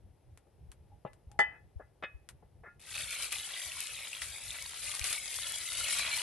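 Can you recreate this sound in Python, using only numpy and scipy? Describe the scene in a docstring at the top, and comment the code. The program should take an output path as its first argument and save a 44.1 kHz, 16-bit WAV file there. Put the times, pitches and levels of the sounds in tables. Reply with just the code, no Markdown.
"""Chicken sizzles close up in hot fat: noise puffs for bursting droplets, decaying sines for bubbles and pops,
filtered noise snaps for spits, short hisses and whistles of steam; it swells as meat is laid in and pressed down.
Before that, two cast-iron pans are set on a rack of logs over a wood fire in a forest. Blows and rubs ring
their modes over a noisy thud, the wood snaps, and trunks answer with a faint tail.
The fire goes on throughout: a fluttering low rumble, a soft rush and low sine puffs."""
import sys
import numpy as np
from scipy import signal
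from scipy.fft import rfft, irfft, next_fast_len
from scipy.io import wavfile

SR = 44100
rng = np.random.default_rng(int(sys.argv[2]) if len(sys.argv) > 2 else 0)


def digitize_waveform(pressure):
    """Quantize a signal to 16-bit integers and store it at the path in sys.argv[1].

    Rows of a 2-D input are taken as channels; values are limited to [-1, 1].
    """
    field = np.atleast_2d(pressure).T
    bounded = np.clip(field, -1, 1)
    quanta = np.round(bounded * 32767).astype(np.int16)
    wavfile.write(sys.argv[1], SR, quanta)


N = 274285
TIME = np.arange(N) / SR
SIDES = np.array([[1], [-1]])   # left, right
CLOSE_UP_S = 2.795   # from here on the pan is heard from close by
CUTOFF_HZ = 11800   # top of the whole sound
FIRE_WIDE_DB, FIRE_CLOSE_DB = -59.5, -62.5   # rumble drive facing the flames, and from above the pan
FOREST_T60_S, FOREST_PANS_DB, FOREST_WOOD_DB = 0.33, -14.5, -16.5   # tail decay and sends
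# the log rack takes the weight of the rear pan
RACK_S, RACK_DB, RACK_HZ, RACK_T60_S = 1.051, -38, 142, 0.07
PLOP_CYCLES, BUBBLE_CYCLES, FIZZ_CYCLES, TICK_CYCLES = 8, 40, 70, 31   # cycles to fall 60 dB
BURST_S, BUBBLE_SPREAD_DB = .0018, 3.0   # decay constant of steam power; inequality of small bubbles
SPIT_T60_S, SPIT_WIDTH = 0.0064, 1.58   # band corners lie this factor below and above the centre
SPATTER_PER_S, SPATTER_DB, SPATTER_SPREAD_DB = 30, -0.5, 3   # lesser spits, level relative to the boil

# stereo likeness of left and right: (frequency [Hz], correlation [-1 to 1])
LIKENESS = [(40, 0.6), (130, 0.9), (230, 0.7), (450, 0.53), (700, 0.8), (1500, .5), (2200, 1), (3500, 0.77),
            (4500, 0.17), (8000, 0), (11000, -0.02)]
# stereo tilt: (frequency [Hz], left over right [dB])
BALANCE = [(50, 0.5), (170, -1), (350, 6.5), (1100, 6), (2100, 1), (3700, -2.5), (5200, 12), (6800, 9),
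           (9000, 5.5), (11500, 0.5)]
# colour of the fire: (frequency [Hz], density [dB per Hz])
FIRE_COLOUR = [(20, -26.5), (40, -3), (65, 4), (130, -3.5), (240, -19.5), (420, -17), (600, -22),
               (820, -23.5), (1100, -33), (3000, -38.5), (7300, -47), (10500, -38.5)]
# puffs of flame: (time [s], level before panning [dB], pitch [Hz])
PUFFS = [(0.683, -44.5, 56.3), (1.756, -36.5, 73.3), (2.141, -41, 57.5), (5.006, -37, 67.2)]
# snaps of burning wood: (time [s], level [dB])
SNAPS = [(0.375, -45), (0.7172, -38.5), (1.133, -47), (1.316, -46), (2.289, -30.5)]
# colour of a wood snap: (frequency [Hz], density [dB per Hz])
SNAP_COLOUR = [(200, -28), (700, 1.5), (1400, 4), (3000, 0.5), (6000, -7), (9000, 2), (12000, -2.5)]
# pan modes: (frequency [Hz], level [dB], t60 [s])
FRONT_PAN = [(828, -2, .14), (884, -6, .11), (1733, -3, .16), (1825, -5, .11), (2013, 0, .16),
             (2548, -24, .33), (3036, -21, .21), (926, -16, .1), (1322, -17, .11), (1907, -14, .16),
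             (2068, -12, .16), (3418, -20, .12), (4420, -20, .06), (4510, -24, .05), (4867, -28, .11),
             (5140, -25, .05), (6008, -21, .06), (6120, -23, .05), (6218, -24, .08), (7251, -24, .08),
             (7480, -20, .055), (8193, -26, .1), (8850, -25, .07), (9372, -27, .09), (10200, -25, .06),
             (10800, -23, .06)]
REAR_PAN = [(1410, -7, 0.16), (1450, -11, .12), (1693, -4.5, .125), (1765, -3.5, .12), (1790, -8, .14),
            (1911, -6.5, .13), (2065, -7.5, .13), (2095, -5, .11), (2541, -4.5, .26), (2240, -1.5, .03),
            (2340, -6.5, .03), (2487, -20.5, .13), (2850, -18, .08), (3020, -13, .09), (3400, -14, .1),
            (3639, -10.5, .1), (4953, -22.5, .08)]
# dull clatter of iron on logs: (frequency [Hz], density [dB per Hz])
THUD_COLOUR = [(60, -24.5), (140, -7), (280, -13.5), (480, 2.5), (750, -3.5), (1050, -7.5), (1400, -1.5),
               (2100, -31), (2700, -16.5), (3400, -15), (5200, -15), (11000, -3.5)]
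# pans sliding as they settle: (time [s], length [s], front pan [dB], rear pan [dB], grit [dB],
# contact brightness [Hz])
RUBS = [(0.894, 0.056, -66.5, -103, -93, 960), (1.045, .045, -63.5, -76, -64, 3000),
        (1.277, 0.13, -66, -90, -90, 1000), (1.401, 0.042, -47, -53, -56, 2300),
        (1.46, .13, -61, -64, -66, 2370), (1.789, 0.044, -66, -64.5, -68.5, 1860),
        (2.026, 0.031, -75, -51, -48.5, 3400), (2.629, 0.074, -77.5, -54.5, -64, 2000)]
# pans meeting logs and each other, often rocking into a second or third touch:
# (time [s], thud drive [dB], front pan drive [dB], rear pan drive [dB], thud brightness [Hz],
# ring brightness [Hz], build-up constant [s])
KNOCKS = [(0.468, -44, -77, -88, 810, 1000, 0.0015), (1.049, -21, -43, -62, 970, 650, 0.0011),
          (1.0611, -33, -43, -69, 900, 604, .002), (1.39, -10.5, -21.5, -52, 3260, 8890, .0008),
          (1.3999, -34, -23.5, -43, 5500, 9000, 0.0016), (1.4088, -33, -33, -43, 3300, 5030, .0008),
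          (1.797, -32, -68, -75, 1115, 1900, .003), (1.806, -38, -69, -67, 1610, 1900, 0.0022),
          (2.0246, -25.5, -56, -45, 2210, 3550, .001), (2.0357, -28, -62, -38, 3000, 4200, 0.0004),
          (2.048, -60, -68, -49, 2600, 3800, .0006), (2.425, -35.5, -61, -72, 750, 800, 0.0042),
          (2.635, -34.5, -64.5, -52, 1100, 1840, 0.0022), (2.658, -53, -62, -47.5, 1000, 1600, 0.004),
          (2.67, -32, -72, -50, 280, 1610, 0.0022)]
# colour of the frying: (frequency [Hz], density [dB per Hz])
FRY_COLOUR = [(150, -23), (250, -20), (440, -19.5), (578, -9), (691, -14), (1080, -15.5), (1190, -7),
              (1620, -5), (2350, -2.5), (2850, -3), (4010, -3), (4480, -5.5), (6390, -13), (10400, -2),
              (11800, -10.5), (15300, -104)]
# wet skin touches hot iron and the fat flares: (time [s], level [dB], t60 [s])
FLARES = [(3.321, -33, 0.08), (3.824, -43, 0.08), (4.218, -36, 0.18), (5.0443, -32.5, 0.18),
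          (5.108, -35.5, 0.088), (5.127, -34, 0.083), (5.756, -43, 0.11)]
# steam squeezed out from under the pressed meat: (time [s], length [s], level [dB], pitch [Hz])
SQUEALS = [(5.972, 0.069, -42, 2340), (5.975, 0.074, -45, 4010), (6.105, .075, -40, 2340),
           (6.11, 0.075, -44, 4140)]
# large bubbles popping in the fat: (time [s], drive [dB], pitch [Hz], left over right [dB])
POPS = [(2.9796, -21, 2550, 6), (3.2439, -26, 2610, 10), (3.358, -21, 3550, 5), (3.385, -23, 3540, 2),
        (3.3984, -21, 3820, -1), (3.719, -23.5, 2685, -1), (4.131, -19.5, 2660, 4), (4.15, -23, 3380, 0),
        (4.2194, -23.5, 1940, 1), (4.5056, -19.5, 3590, -1), (4.6614, -22.5, 4340, -3),
        (4.8703, -28, 2460, 5), (4.915, -23, 3300, 0), (4.938, -35, 1140, 0), (5.014, -20.5, 2380, -0.5),
        (5.106, -23, 2560, 1), (5.3856, -31, 2060, 4), (5.434, -20, 3800, -2), (5.85, -25, 2520, -2)]
# sharp spits of water in the fat: (time [s], peak before panning [dB], centre [Hz], left over right [dB])
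SPITS = [(3.1068, -28, 7900, 12), (3.3258, -18.5, 9200, 10.5), (3.8046, -19, 9600, 2),
         (3.8712, -24.5, 5000, 7), (4.2187, -28, 2950, 1), (4.512, -30, 4500, 7), (4.624, -27.5, 10000, 13),
         (4.8915, -30, 8000, 3), (4.9514, -20.5, 8500, 4), (4.9946, -18.5, 5950, 8), (5.042, -20, 6500, 10),
         (5.129, -21, 7600, 13), (5.282, -31, 4500, 4), (5.342, -25, 6000, 9), (5.387, -31, 1400, 6),
         (5.5215, -24, 8000, 9), (5.5848, -23.5, 9500, 6), (5.8939, -26, 9000, 6.5), (5.9933, -20, 5140, 8)]
# how hard the fat boils, as the meat is moved and pressed down: (time [s], drive [dB])
BOIL = [(2.81, -57.5), (2.95, -40), (3.02, -39.5), (3.08, -43.5), (3.15, -37.5), (3.27, -40.5), (3.31, -45),
        (3.32, -38.5), (3.49, -40.5), (3.78, -42), (3.86, -40.5), (4.08, -43), (4.4, -44), (4.84, -43),
        (4.91, -39), (4.98, -42), (5.14, -36), (5.21, -46), (5.28, -40.5), (5.42, -38.5), (5.7, -40),
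        (5.8, -36.5), (5.99, -33), (6.22, -33.5)]
# treble against the rest of the boil: (time [s], gain [dB])
TREBLE = [(2.85, 0.5), (3.15, 0.5), (3.7, -.5), (4.8, 1.5), (5.0, 1.5), (5.2, 3), (5.55, 2), (5.9, 0.5),
          (6.08, -4)]


def from_db(db):
    """Decibels to amplitude."""
    return 10 ** (np.asarray(db) / 20)


def pan(left_db):
    """Left and right gains for a left-over-right difference."""
    return from_db(SIDES * left_db / 2)


def rms_one(x):
    """Scale to rms 1."""
    return x / np.sqrt(np.mean(x ** 2) + 1e-20)


def in_time(rows):
    """A (time, value) curve read at every sample."""
    s, value = np.transpose(rows)
    return np.interp(TIME, s, value)


def at_hz(points, hz):
    """Read a spectrum on a log-frequency axis."""
    known_hz, value = np.transpose(points)
    return np.interp(np.log(hz + 1), np.log(known_hz), value)


def cut(x, hz, kind, order=2):
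    """Low- or high-pass."""
    return signal.sosfilt(signal.butter(order, hz, kind, fs=SR, output="sos"), x + 1e-18)


def add(out, s, sound):
    """Mix a short sound in at time s."""
    start = round(s * SR)
    out[..., start:start + sound.shape[-1]] += sound[..., :N - start]


def drift(rate):
    """Random wander of rms 1, with rate knots a second; it leans to the negative."""
    knots = rng.uniform(-1.61, 1, 4096)
    return rms_one(np.interp(TIME * rate, np.arange(len(knots)), knots))


def stereo_noise(colour, envelope=1, least_alike=0):
    """Noise under an envelope, coloured and spread between left and right; overall rms 1."""
    size = next_fast_len(N)
    hz = np.arange(size // 2 + 1) * SR / size
    mid, side = rfft(rng.standard_normal((2, N)) * envelope, size)
    alike = np.clip(at_hz(LIKENESS, hz), least_alike, 1)
    pair = np.sqrt(1 + alike) * mid + SIDES * np.sqrt(1 - alike) * side
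    gain = from_db(at_hz(colour, hz)) * pan(at_hz(BALANCE, hz))
    return rms_one(irfft(pair * gain, size)[:, :N])


def grains(per_s, spread_db):
    """Clicks at random moments: many small ones, a few large."""
    happens = rng.random(N) < per_s / SR
    return happens * from_db(spread_db * np.minimum(rng.exponential(1, N), 4.5))


def ring(clicks, hz, t60):
    """A resonator: a unit click sets a decaying sine of starting height 1 ringing."""
    r, w = from_db(-60 / (t60 * SR)), 2 * np.pi * hz / SR
    return signal.lfilter([0, np.sin(w)], [1, -2 * r * np.cos(w), r * r], clicks + 1e-18)


def forest(x, arrival_s=0.012, low_hz=500, high_hz=2600):
    """Trunks scatter back a faint, dull tail: decaying noise that builds up before it dies."""
    t = TIME[:SR]
    echoes = cut(rng.standard_normal((2, SR)), low_hz, "high")
    echoes = echoes * from_db(-60 * t / FOREST_T60_S) * (1 - np.exp(-(t / arrival_s) ** 2))
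    tail = cut(rms_one(echoes), high_hz, "low") / np.sqrt(SR)
    return signal.fftconvolve(x, tail, axes=1)[:, :N]


def flames(air_db=-60, flutter_db=5.0, split_hz=220, puff_s=0.011, puff_phase=0.92, puff_left_db=7):
    """A fluttering rumble under a nearly steady soft rush; pockets of gas flare with a low puff."""
    rumble_db = np.where(TIME < CLOSE_UP_S, FIRE_WIDE_DB, FIRE_CLOSE_DB)
    rumble = cut(stereo_noise(FIRE_COLOUR), split_hz, "low") * from_db(rumble_db + flutter_db * drift(18))
    rush = cut(stereo_noise(FIRE_COLOUR), split_hz, "high") * from_db(air_db + 0.5 * drift(1.8))
    puffs, t = np.zeros((2, N)), TIME[:SR // 4]
    for s, db, hz in PUFFS:
        swell = from_db(db) * (t / puff_s) ** 2 * np.exp(2 - 2 * t / puff_s)   # tops out at puff_s
        add(puffs, s, swell * np.sin(2 * np.pi * hz * t + puff_phase * SIDES))
    return rumble + rush + puffs * pan(puff_left_db)


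def snaps(crack_t60=0.0022, scatter_db=-15, scatter_t60=0.079):
    """Wood splits with a sharp crack that scatters briefly round the fire pit."""
    envelope, t = np.zeros(N), TIME[:SR // 4]
    for s, db in SNAPS:
        crack = from_db(db - 60 * t / crack_t60)
        scatter = from_db(db + scatter_db - 60 * t / scatter_t60)
        add(envelope, s, crack + scatter)
    return envelope * stereo_noise(SNAP_COLOUR)


def rubs(left_db=3.0, grit_low_hz=1300):
    """A sliding rim grates and feeds friction noise into the modes of the pans."""
    out, t = np.zeros((2, N)), TIME[:SR // 2]
    for s, length_s, front_db, rear_db, grit_db, brightness_hz in RUBS:
        pressure = np.sin(np.pi * np.minimum(t / length_s, 1))
        friction = cut(rng.standard_normal(len(t)) * pressure, brightness_hz, "low", order=8)
        sound = from_db(grit_db) * rms_one(cut(friction, grit_low_hz, "high"))
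        for modes, level_db in (FRONT_PAN, front_db), (REAR_PAN, rear_db):
            ringing = sum(from_db(db) * ring(friction, hz, t60) for hz, db, t60 in modes)
            sound = sound + from_db(level_db) * rms_one(ringing)
        # a shorter rub carries less energy
        add(out, s, sound * np.sqrt(length_s / t[-1]) * pan(left_db))
    return out


def iron(modes, t, brightness_hz, left_db, phase_spread, order):
    """One blow on a pan: a soft contact leaves high modes quiet; listed neighbours swing in opposite senses."""
    hz, db, t60 = np.transpose(modes)[:, :, None]
    sense = (-1) ** np.arange(len(hz))[:, None]
    softness = np.sqrt(1 + (hz / brightness_hz) ** (2 * order))
    height = sense * from_db(db - 60 * t / t60) / softness
    # the two sides are a little out of step
    swing = np.sin(2 * np.pi * hz * t + phase_spread * sense * SIDES[:, None])
    return (height * swing).sum(axis=1) * pan(left_db)


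def knocks(thud_t60=0.052, crack_t60=0.025, split_hz=2000):
    """Each contact builds up into a short crack and a wooden thud and sets the pans ringing."""
    out, t = np.zeros((2, N)), TIME[:SR // 2]
    clatter = stereo_noise(THUD_COLOUR, least_alike=0.69)
    for s, thud_db, front_db, rear_db, wood_hz, iron_hz, build_s in KNOCKS:
        stretch = clatter[:, round(s * SR):][:, :len(t)]
        noise = from_db(thud_db) * cut(stretch, wood_hz, "low", order=3)
        thud = cut(noise, split_hz, "low", order=5) * from_db(-60 * t / thud_t60)
        crack = cut(noise, split_hz, "high", order=5) * from_db(-60 * t / crack_t60)
        front = from_db(front_db) * iron(FRONT_PAN, t, iron_hz, left_db=3.0, phase_spread=0.74, order=2)
        rear = from_db(rear_db) * iron(REAR_PAN, t, iron_hz, left_db=-0.5, phase_spread=0.11, order=4)
        add(out, s, (thud + crack + front + rear) * (1 - np.exp(-t / build_s)))
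    add(out, RACK_S, np.sin(2 * np.pi * RACK_HZ * t) * from_db(RACK_DB - 60 * t / RACK_T60_S))
    return out


def flares():
    """Moisture flashes to steam: a sudden hiss that dies quickly."""
    envelope, t = np.zeros(N), TIME[:SR // 4]
    for s, db, t60 in FLARES:
        add(envelope, s, from_db(db - 60 * t / t60))
    return envelope * stereo_noise(FRY_COLOUR)


def squeals(ring_t60=0.018):
    """Steam blown through a narrow gap: noise through two resonators, a rough whistle that swells and fades."""
    out = np.zeros(N)
    for s, length_s, db, hz in SQUEALS:
        breath = rng.standard_normal(SR // 4)
        whistle = ring(ring(breath, hz, ring_t60), hz, ring_t60)[-int(length_s * SR):]
        add(out, s, from_db(db) * rms_one(whistle * np.sqrt(np.hanning(len(whistle)))))
    return out


def pops(tick_db=-5, spray_db=-14, spray_hz=3500, spray_t60=.008, swell_s=.0003):
    """A large bubble bursts: a tick that rings for some cycles and a short bright spray."""
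    out, t = np.zeros((2, N)), TIME[:SR // 20]
    mist = rms_one(cut(stereo_noise(FRY_COLOUR), spray_hz, "high", order=1))
    for s, db, hz, left_db in POPS:
        tick = np.sin(2 * np.pi * hz * t) * from_db(tick_db - 60 * t * hz / TICK_CYCLES)
        spray = mist[:, round(s * SR):][:, :len(t)] * from_db(spray_db - 60 * t / spray_t60)
        add(out, s, from_db(db) * pan(left_db) * (tick + spray) * (1 - np.exp(-t / swell_s)))
    return out


def spit(hz, left_db, apart=1.0):
    """A drop of water explodes in the fat: one sharp, broad snap of peak 1 before panning."""
    t = TIME[:SR // 50]
    shared, own = rng.standard_normal(len(t)), rng.standard_normal((2, len(t)))
    burst = (shared + apart * own) * from_db(-60 * t / SPIT_T60_S)
    snap = cut(burst, hz / SPIT_WIDTH, "high")
    snap = cut(snap, min(hz * SPIT_WIDTH, CUTOFF_HZ), "low", order=4)
    return snap / abs(snap).max() * pan(left_db)


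def spits(low_hz=1400, high_hz=9000, left_db=3, scatter_db=4):
    """Placed spits, and a random spatter of lesser ones whose level follows the boil."""
    out, boil_db = np.zeros((2, N)), in_time(BOIL)
    for s, db, hz, side_db in SPITS:
        add(out, s, from_db(db) * spit(hz, side_db))
    close_s = TIME[-1] - CLOSE_UP_S
    for when, pitch, strength, place in rng.random((int(SPATTER_PER_S * close_s), 4)):
        s = CLOSE_UP_S + when * close_s
        size = min(-np.log(1 - strength), np.log(30))   # many small, a few large
        db = boil_db[int(s * SR)] + SPATTER_DB + SPATTER_SPREAD_DB * size
        hz = low_hz * (high_hz / low_hz) ** pitch
        add(out, s, from_db(db) * spit(hz, left_db + scatter_db * (2 * place - 1)))
    return out


def crackle(per_s, spread_db, burst_s, hiss):
    """Droplets burst in the fat, each a tiny puff of steam; the smallest merge into a hiss."""
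    clicks = grains(per_s * from_db(5.7 * drift(45)), spread_db)   # the rate wanders
    power = signal.lfilter([1], [1, -np.exp(-1 / (burst_s * SR))], clicks ** 2 + 1e-18)
    return stereo_noise(FRY_COLOUR, np.sqrt(power / power.mean() + hiss))


def bubbles(per_s, spread_db, low_hz, high_hz, cycles, phase_spread):
    """Bubbles ring for some cycles, each at its own pitch and from its own place in the pan; rms 1."""
    out = np.zeros((2, N))
    for when, pitch, strength, place in rng.random((int(per_s * N / SR), 4)):
        hz = low_hz * (high_hz / low_hz) ** pitch
        t = TIME[:int(SR * cycles / hz)]
        rarity = min(-np.log(1 - strength), np.log(30))   # a positive spread makes the rare ones loud
        height = from_db(spread_db * rarity - 60 * t * hz / cycles) * pan(at_hz(BALANCE, hz))
        phase = SIDES * phase_spread * (2 * place - 1)   # place is heard as a left-right phase shift
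        add(out, when * TIME[-1], height * np.sin(2 * np.pi * hz * t + phase))
    return rms_one(cut(out, 1.22 * low_hz, "high"))


def shifting_colour(x, copy_db=-4, first_s=0.000702, last_s=0.005, sway_s=0.00012, per_s=9, count=7):
    """A few copies at random, swaying delays are mixed in, so narrow bands of the hiss rise and fall."""
    out = x.copy()
    for delay_s in rng.uniform(first_s, last_s, count):
        sent = TIME - delay_s - sway_s * drift(4)
        delayed = np.array([np.interp(sent, TIME, side) for side in x])
        out += delayed * drift(per_s) * from_db(copy_db) / np.sqrt(count)
    return out / np.sqrt(1 + from_db(copy_db) ** 2)


def sizzle(split_hz=4700, body_db=-4, fine_db=0.07, bubble_db=-6.5, plop_db=-20, fizz_db=-7,
           sputter_db=1.47, surge_db=0.64):
    """Crackle and bubbles follow the boil; it surges as a whole, while small bubbles and treble sputter apart."""
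    boil = from_db(in_time(BOIL) + surge_db * drift(30)) * (TIME > CLOSE_UP_S)
    body = crackle(per_s=600, spread_db=3.0, burst_s=BURST_S, hiss=0.47)
    body = from_db(body_db) * cut(body, split_hz, "low", order=3)
    fine = crackle(per_s=980, spread_db=4.0, burst_s=0.0013, hiss=0.73)
    fine = from_db(fine_db) * cut(fine, split_hz, "high", order=3)
    large = bubbles(per_s=120, spread_db=2.5, low_hz=758, high_hz=2100, cycles=PLOP_CYCLES,
                    phase_spread=0.93)
    small = bubbles(per_s=450, spread_db=BUBBLE_SPREAD_DB, low_hz=1940, high_hz=4375,
                    cycles=BUBBLE_CYCLES, phase_spread=0.05)
    tiny = bubbles(per_s=890, spread_db=-2.0, low_hz=5970, high_hz=11930, cycles=FIZZ_CYCLES,
                   phase_spread=2.04)
    bubbling = body + from_db(bubble_db + sputter_db * drift(25)) * small + from_db(plop_db) * large
    treble = from_db(in_time(TREBLE) + sputter_db * drift(25))
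    fizzing = treble * (fine + from_db(fizz_db) * tiny)
    return shifting_colour(boil * (bubbling + fizzing))


def scene():
    """Pans and fire in the open forest, then the frying close by."""
    pans, wood = knocks() + rubs(), snaps()
    tail = forest(from_db(FOREST_PANS_DB) * pans + from_db(FOREST_WOOD_DB) * wood)
    frying = sizzle() + pops() + spits() + flares() + squeals()
    return pans + wood + tail + flames() + frying


def record(dry):
    """The top is cut steeply."""
    return signal.sosfilt(signal.ellip(10, .2, 70, CUTOFF_HZ, fs=SR, output="sos"), dry)


dry = scene()
out = record(dry)
digitize_waveform(out)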